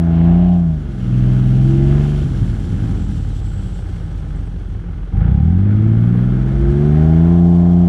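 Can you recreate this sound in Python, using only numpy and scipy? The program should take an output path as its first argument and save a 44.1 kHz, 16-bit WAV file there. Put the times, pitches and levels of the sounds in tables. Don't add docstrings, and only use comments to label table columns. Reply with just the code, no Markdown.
import sys
import numpy as np
from scipy import signal
from scipy.fft import rfft, irfft
from scipy.io import wavfile
from scipy.ndimage import uniform_filter1d

SR = 44100
rng = np.random.default_rng(int(sys.argv[2]) if len(sys.argv) > 2 else 0)


def store_pcm(level_fs):
    pcm = np.round(np.clip(level_fs, -1, 1) * 32767).astype(np.int16)
    wavfile.write(sys.argv[1], SR, np.atleast_2d(pcm).T)


def voltage_ratio(decibels):
    exponent = np.asarray(decibels, float) / 20
    return 10 ** exponent


N = 347508
STEP = 40

# time in seconds, firing rate of one bank in Hz.
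SPEED = [(0, 84.9), (.16, 82.45), (.48, 89.5), (.62, 85.9), (1.0, 61.4), (1.61, 64.75), (2.1, 73.36),
         (2.21, 71.4), (2.7, 48.59), (3.1, 39.44), (3.74, 30.05), (4.6, 21.8), (5.11, 20.68), (5.65, 50.68),
         (6.75, 70.84), (7.32, 85.9), (7.56, 86.6), (7.88, 87.8)]
FLYWHEEL_S = 0.071
BLIP_S, BLIP_WIDTH_S, BLIP_HZ, BLIP_DB = 2.87, .065, 11, 2
# time in seconds, exhaust load in dB, tailpipe bark towards the microphone in dB.
THROTTLE = [(0, -3.5, -6.5), (.17, -2, -2.5), (.3, 1.5, -4.5), (.5, 0.5, -13.5), (.7, -4, -20.5),
            (.88, -17, -17), (1.15, -0.5, -9.5), (1.62, 2, -6.5), (2.0, -0.5, -0.5), (2.16, -5, -8),
            (2.27, -8, -14.5), (3.3, -14, -11), (5.11, -23, -14), (5.16, -2, 0), (5.9, 2, -2),
            (6.6, -4.5, -5), (6.88, -0.5, 6.5), (7.88, 1, -4)]
# time in seconds, level in dB.
EFFORT = [(0, -1), (.2, 1.5), (.29, 3.5), (.52, -4.5), (.68, -7.5), (1.29, 0.5), (1.73, -1), (1.97, 4),
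          (2.24, -1), (3.3, -5.5), (4.6, -6.5), (5.0, -7.5), (5.17, -6), (5.22, 1.5), (5.42, -2.5),
          (5.93, 0.5), (7.25, 2.5), (7.5, -4)]

# level at full load in dB, share of load followed, share of bark followed.
BANK_ORDERS = [(-17.5, 0.21, 0.22), (-12, 1.06, 0.011), (-21, 0.31, 0.46), (-18, 0.45, 0.72)]
# frequency in Hz, gain in dB.
BOOM = [(22, -17), (40, -10), (55, -15), (63, -17.5), (70, 0.5), (73, -6), (78, 1), (88, -0.5)]
# frequency in Hz, gain in dB.
MANIFOLD = [(45, 0), (108, -1), (135, -1.5), (168, 2), (220, -3), (250, -8), (275, -21.5), (340, -8)]
# frequency in Hz, gain in dB.
BANK_PIPE = [(65, 1), (108, 3), (135, -4), (153, -13), (178, 6), (205, -1), (260, -4)]
# frequency in Hz, gain in dB.
SILENCER = [(100, -4), (165, 8.5), (210, 2), (270, -8.5), (340, -1.5), (390, -13), (435, -17), (500, -28.5),
            (650, -37)]
# time in seconds, level in dB.
BANK_DIFFERENCE = [(0, -1.5), (3.1, 9), (3.35, -29.5), (4.4, -4.5), (4.7, -5), (7.88, 8)]
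UPPER_DB, UPPER_FOLLOWS = -26, 1
# frequency in Hz, gain in dB.
UNEVEN = [(25, -14), (60, -3), (100, 0), (240, -1), (330, -4), (450, -10), (560, -22), (900, -40)]
UNEVEN_DB, UNEVEN_FOLLOWS = -31.5, 0.77
EVENS_DB_PER_HZ, EVENS_FROM_HZ = 0.6, 69.8
# frequency in Hz, gain in dB.
TAILPIPE = [(480, -35), (570, -33.5), (615, -1), (700, -7), (740, -11.5), (785, -6), (870, -19),
            (920, -24.5), (1020, -17.5), (1100, -21.5), (1300, -36)]
RASP_DB, RASP_FOLLOWS, RASP_BARKS, RASP_LOADS = -38, .5, 0.11, .7
RASP_DB_PER_HZ, RASP_FROM_HZ = 0.6346, 74.3
FIRING_RASP_DB, BANK_RASP_DB, BETWEEN_RASP_DB = 0, -3, -10

# frequency in Hz, density in dB per Hz.
BURBLE = [(18, -35.5), (30, -21), (52, -7.5), (70, 4.5), (108, 6.5), (134, -6), (165, 3.5), (199, -7),
          (305, -9.5), (433, -48), (768, -42.5), (1000, -59.5), (1300, -75.5), (2200, -120)]
BURBLE_DB = -38
# start in seconds, length in seconds, peak in dB, fade in dB per second.
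MISFIRES = [
    (.7, 0.31, -45, 5),
    (2.22, .36, -22, 3),
    (2.6, 0.603, -19.5, 5.5),
    (3.2, 1.85, -29.5, 1.5),
    (5.125, .45, -22.5, 18),
]

# frequency in Hz, density in dB per Hz.
CLATTER = [(190, -26), (330, 1.5), (563, -9.5), (800, -16.5), (1050, -18.5), (1430, -20), (1890, -23),
           (2110, -27), (2660, -29), (3350, -33.5), (6000, -51), (7800, -83), (13200, -120)]
CLATTER_DB, CLATTER_FOLLOWS = -36.5, 0.97
# frequency in Hz, width in Hz, gain in dB.
BODY = [(1300, 130, 5), (1480, 160, 7), (1680, 130, 5), (2130, 180, 7), (3300, 350, 6)]
# frequency in Hz, width in Hz.
PANELS = [
    (790, 110),
    (2780, 1100),
]
FLOOR_PAN_DB, FLOOR_PAN_FOLLOWS, SHIELD_REST_DB = -47.5, 0.75, -65
PAN_SHAKEN = 0.29
# start in seconds, length in seconds, peak in dB, fade in dB per second.
SHIELD = [
    (.12, .44, -53, 6.5),
    (1.0, 1.25, -57.5, -5),
]
SPELL_EDGE_S = .03

# time in seconds, firing rate in Hz, level in dB.
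IDLE = [(0, 62.19, -29), (.3, 53.84, -21.5), (.7, 49.01, -28.5), (1.3, 46.65, -18.5), (2.7, 45.47, -22),
        (5.1, 45, -25.5), (5.6, 45.45, -33.5), (6.3, 46.13, -24), (6.66, 57.1, -14), (6.78, 51.1, -27),
        (7.88, 52.2, -32)]

# time in seconds, level in dB.
WHEELS = [(0, -58.5), (.75, -58.5), (1.3, -52.5), (2.05, -49.5), (3.4, -52.5), (4.35, -57.5), (4.95, -62.5),
          (5.7, -61.5), (6.7, -55), (7.88, -56.5)]
# frequency in Hz, density in dB per Hz.
CRUNCH = [(1470, -30), (2500, -6.5), (3050, 0.5), (3660, -4), (5200, -8.5), (5830, -10), (6850, -10),
          (7680, -11.5), (10400, -18.5), (14000, -28.5), (15500, -53)]
# frequency in Hz, width in Hz, gain in dB.
HOUSING = [(3300, 400, 3), (4300, 400, 2), (5750, 500, 5), (8850, 350, 5), (10200, 600, 5)]
# time in seconds, centre in Hz, level above the crunch in dB.
TREAD = [(0, 7100, -17), (1, 7200, -3), (1.8, 7350, 0), (3, 7550, 5), (3.8, 7850, 9), (4.5, 8050, -3),
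         (4.7, 8000, -8), (6.5, 7600, -2.5), (7.88, 7600, -12)]
# time in seconds, peak in dB, frequency in Hz.
SQUEAKS = [(3.7395, -45, 7390), (4.3618, -50, 7820), (4.4588, -52, 8160), (4.6797, -62, 9030),
           (4.8505, -71, 6485)]


def exhaust(cycle, bank_hz, bank_dbs, uneven_db, upper_db, rasp_db, count=42):
    out = np.zeros(N)
    banks_db = in_time(BANK_DIFFERENCE)[0][::STEP]
    jitter = .006 * sparse_drift(5)
    for k in range(1, count + 1):
        hz = bank_hz * k / 3
        rasp = voltage_ratio(rasp_db + at_hz(TAILPIPE, hz))
        lag = 0.01805 * k * k
        if k % 3 == 0 and k <= 12:
            gain = voltage_ratio(bank_dbs[k // 3 - 1] + .4 * sparse_drift(6))
        elif k % 3 == 0:
            order_db = upper_db - 1.8 * max(k - 17, 0) + k % 2 * banks_db
            rasp_share_db = BANK_RASP_DB if k % 2 else FIRING_RASP_DB
            gain = voltage_ratio(order_db + at_hz(SILENCER, hz)) + voltage_ratio(rasp_share_db) * rasp
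            gain = gain * voltage_ratio(2.5 * sparse_drift(4))
        else:
            pattern_db = 3 if k % 3 == 2 else -3
            pattern_db -= 2.1 * max(k - 11, 0)
            gain = voltage_ratio(uneven_db + pattern_db + at_hz(UNEVEN, hz)) + voltage_ratio(BETWEEN_RASP_DB) * rasp
            gain = gain * voltage_ratio(2 * sparse_drift(2))
            lag = rng.uniform(0, 2 * np.pi)
        wander = fill(k * jitter + .12 * sparse_drift(3))
        out += np.sqrt(2) * fill(gain) * np.cos(k * cycle - lag + wander)
    return out


def burble(cycle, burble_db):
    fired = np.diff(np.floor(cycle * 6 / (2 * np.pi)), prepend=0) > 0
    puffs = rms_one(fired * rng.standard_normal(N) * voltage_ratio(3.6 * drift(11)))
    turbulence = 1.3 * rng.standard_normal(N)
    return voltage_ratio(burble_db) * colour(puffs + turbulence, BURBLE)


def clatter(cycle, clatter_db):
    rush = rng.standard_normal(N) * firing_gate(cycle, depth=.3)
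    ticks = .35 * grains(per_s=400, spread_db=1.5)
    return voltage_ratio(clatter_db + 0.76 * drift(4.5)) * boost(colour(rush + ticks, CLATTER), BODY)


def panels(cycle, levels_db):
    out = 0
    for (hz, width), level_db in zip(PANELS, levels_db):
        shake = rng.standard_normal(N) * firing_gate(cycle, depth=0.39)
        ringing = resonance(resonance(shake, hz, width), hz, width)
        out = out + voltage_ratio(level_db) * rms_one(ringing)
    return out


def idle_engine():
    hz, level_db = in_time(IDLE)
    phase = 2 * np.pi * np.cumsum(hz) / SR + 0.083 * drift(1.9)
    tone = np.cos(phase) + .1 * np.cos(1.5 * phase) + .15 * np.cos(2 * phase)
    return np.sqrt(2) * voltage_ratio(level_db + 2.0 * drift(6.2)) * tone


def snow(crunch_db):
    clumps = .45 * grains(per_s=1500, spread_db=3) * voltage_ratio(2 * drift(10))
    crunch = boost(colour(rng.standard_normal(N) + clumps, CRUNCH), HOUSING)
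    tread, tread_db = singing_tread()
    tread = voltage_ratio(tread_db - 17 + 1.8 * drift(4)) * tread
    return voltage_ratio(crunch_db + 0.92 * drift(25)) * (crunch + tread) + squeaks()


def singing_tread():
    hz, tread_db = in_time(TREAD)
    low_pass = signal.butter(2, 260, fs=SR, output="sos")
    slow = signal.sosfilt(low_pass, rng.standard_normal((2, N)))
    phase = 2 * np.pi * np.cumsum(hz) / SR
    return rms_one(slow[0] * np.cos(phase) + slow[1] * np.sin(phase)), tread_db


def squeaks():
    t = np.arange(N) / SR
    out = np.zeros(N)
    for s, db, hz in SQUEAKS:
        burst = np.exp(-.5 * ((t - s - .008) / .011) ** 2) * rng.standard_normal(N)
        out += voltage_ratio(db + 4) * resonance(resonance(burst, hz, 700), hz, 700)
    return out


def firing_gate(cycle, depth):
    return 1 + depth * np.cos(6 * cycle) + .6 * depth * np.cos(3 * cycle) + .3 * depth * np.cos(cycle)


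def spells(rows, rest_db):
    t = np.arange(N) / SR
    gain = np.zeros(N)
    for s, length, db, fade in rows:
        gain += voltage_ratio(db - fade * (t - s)) * (t >= s) * (t < s + length)
    return 20 * np.log10(smooth(gain, SPELL_EDGE_S) + voltage_ratio(rest_db))


def grains(per_s, spread_db):
    sizes = voltage_ratio(spread_db * np.minimum(rng.exponential(1, N), 5)) * rng.choice([-1, 1], N)
    return rms_one(sizes * (rng.random(N) < per_s / SR))


def resonance(x, hz, width):
    r = np.exp(-np.pi * width / SR)
    poles = [1, -2 * r * np.cos(2 * np.pi * hz / SR), r * r]
    return signal.lfilter([(1 - r * r) / 2, 0, (r * r - 1) / 2], poles, x)


def boost(x, peaks):
    return rms_one(x + sum((voltage_ratio(db) - 1) * resonance(x, hz, width) for hz, width, db in peaks))


def colour(x, spectrum):
    hz = np.maximum(np.arange(N // 2 + 1) * SR / N, 1)
    return rms_one(irfft(rfft(x) * voltage_ratio(at_hz(spectrum, hz)), N))


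def at_hz(points, hz):
    point_hz, db = np.transpose(points)
    return np.interp(np.log(hz), np.log(point_hz), db)


def in_time(rows):
    s, *columns = np.transpose(rows)
    return [np.interp(np.arange(N) / SR, s, c) for c in columns]


def smooth(x, seconds):
    return uniform_filter1d(x, size=int(seconds * SR), mode="nearest")


def rms_one(x):
    return x / np.sqrt(np.mean(x ** 2) + 1e-20)


def sparse_drift(rate):
    r = np.exp(-2 * np.pi * STEP * rate / SR)
    slow = signal.lfilter([1], [1, -2 * r, r * r], rng.standard_normal(N // STEP + 2002))
    return rms_one(slow[2000:])[:len(range(0, N, STEP))]


def fill(sparse):
    return np.interp(np.arange(N) / STEP, np.arange(len(sparse)), sparse)


def drift(rate):
    return fill(sparse_drift(rate))


def scene():
    blip = np.exp(-.5 * ((np.arange(N) / SR - BLIP_S) / BLIP_WIDTH_S) ** 2)
    bank_hz = smooth(in_time(SPEED)[0], FLYWHEEL_S) + BLIP_HZ * blip
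    cycle = 2 * np.pi * np.cumsum(bank_hz / 3) / SR
    load_db, bark_db, effort_db = in_time(THROTTLE) + in_time(EFFORT) + BLIP_DB * blip

    bank_dbs = []
    paths = [BOOM, MANIFOLD, BANK_PIPE, MANIFOLD]
    for k, (db, loads, barks) in enumerate(BANK_ORDERS):
        path_db = at_hz(paths[k], (k + 1) * bank_hz)
        bank_dbs.append(db + loads * load_db + barks * bark_db + path_db)
    evened_db = EVENS_DB_PER_HZ * np.maximum(bank_hz - EVENS_FROM_HZ, 0)
    uneven_db = UNEVEN_DB + UNEVEN_FOLLOWS * load_db - evened_db
    upper_db = UPPER_DB + UPPER_FOLLOWS * bark_db
    rasp_db = RASP_DB + RASP_FOLLOWS * effort_db + RASP_BARKS * bark_db + RASP_LOADS * load_db
    rasp_db = rasp_db + RASP_DB_PER_HZ * (bank_hz - RASP_FROM_HZ)
    controls = [np.array(c)[..., ::STEP] for c in (bank_hz, bank_dbs, uneven_db, upper_db, rasp_db)]

    burble_db = spells(MISFIRES, BURBLE_DB)
    engine = exhaust(cycle, *controls) + burble(cycle, burble_db)
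    bay = clatter(cycle, CLATTER_DB + CLATTER_FOLLOWS * effort_db)
    pan_db = FLOOR_PAN_DB + FLOOR_PAN_FOLLOWS * bark_db + PAN_SHAKEN * (burble_db - BURBLE_DB)
    metal = panels(cycle, [pan_db, spells(SHIELD, SHIELD_REST_DB)])
    mix = engine + bay + metal + idle_engine() + snow(*in_time(WHEELS))
    return mix[None]


def band_limit(x):
    return signal.sosfilt(signal.butter(12, 15710, fs=SR, output="sos"), x)


def record(dry):
    bass_cut = signal.butter(2, 34, "high", fs=SR, output="sos")
    cut = signal.sosfilt(bass_cut, dry)
    rounded = cut / (1 + cut ** 8) ** (1 / 8)
    return band_limit(rounded)


dry = scene()
out = record(dry)
store_pcm(out)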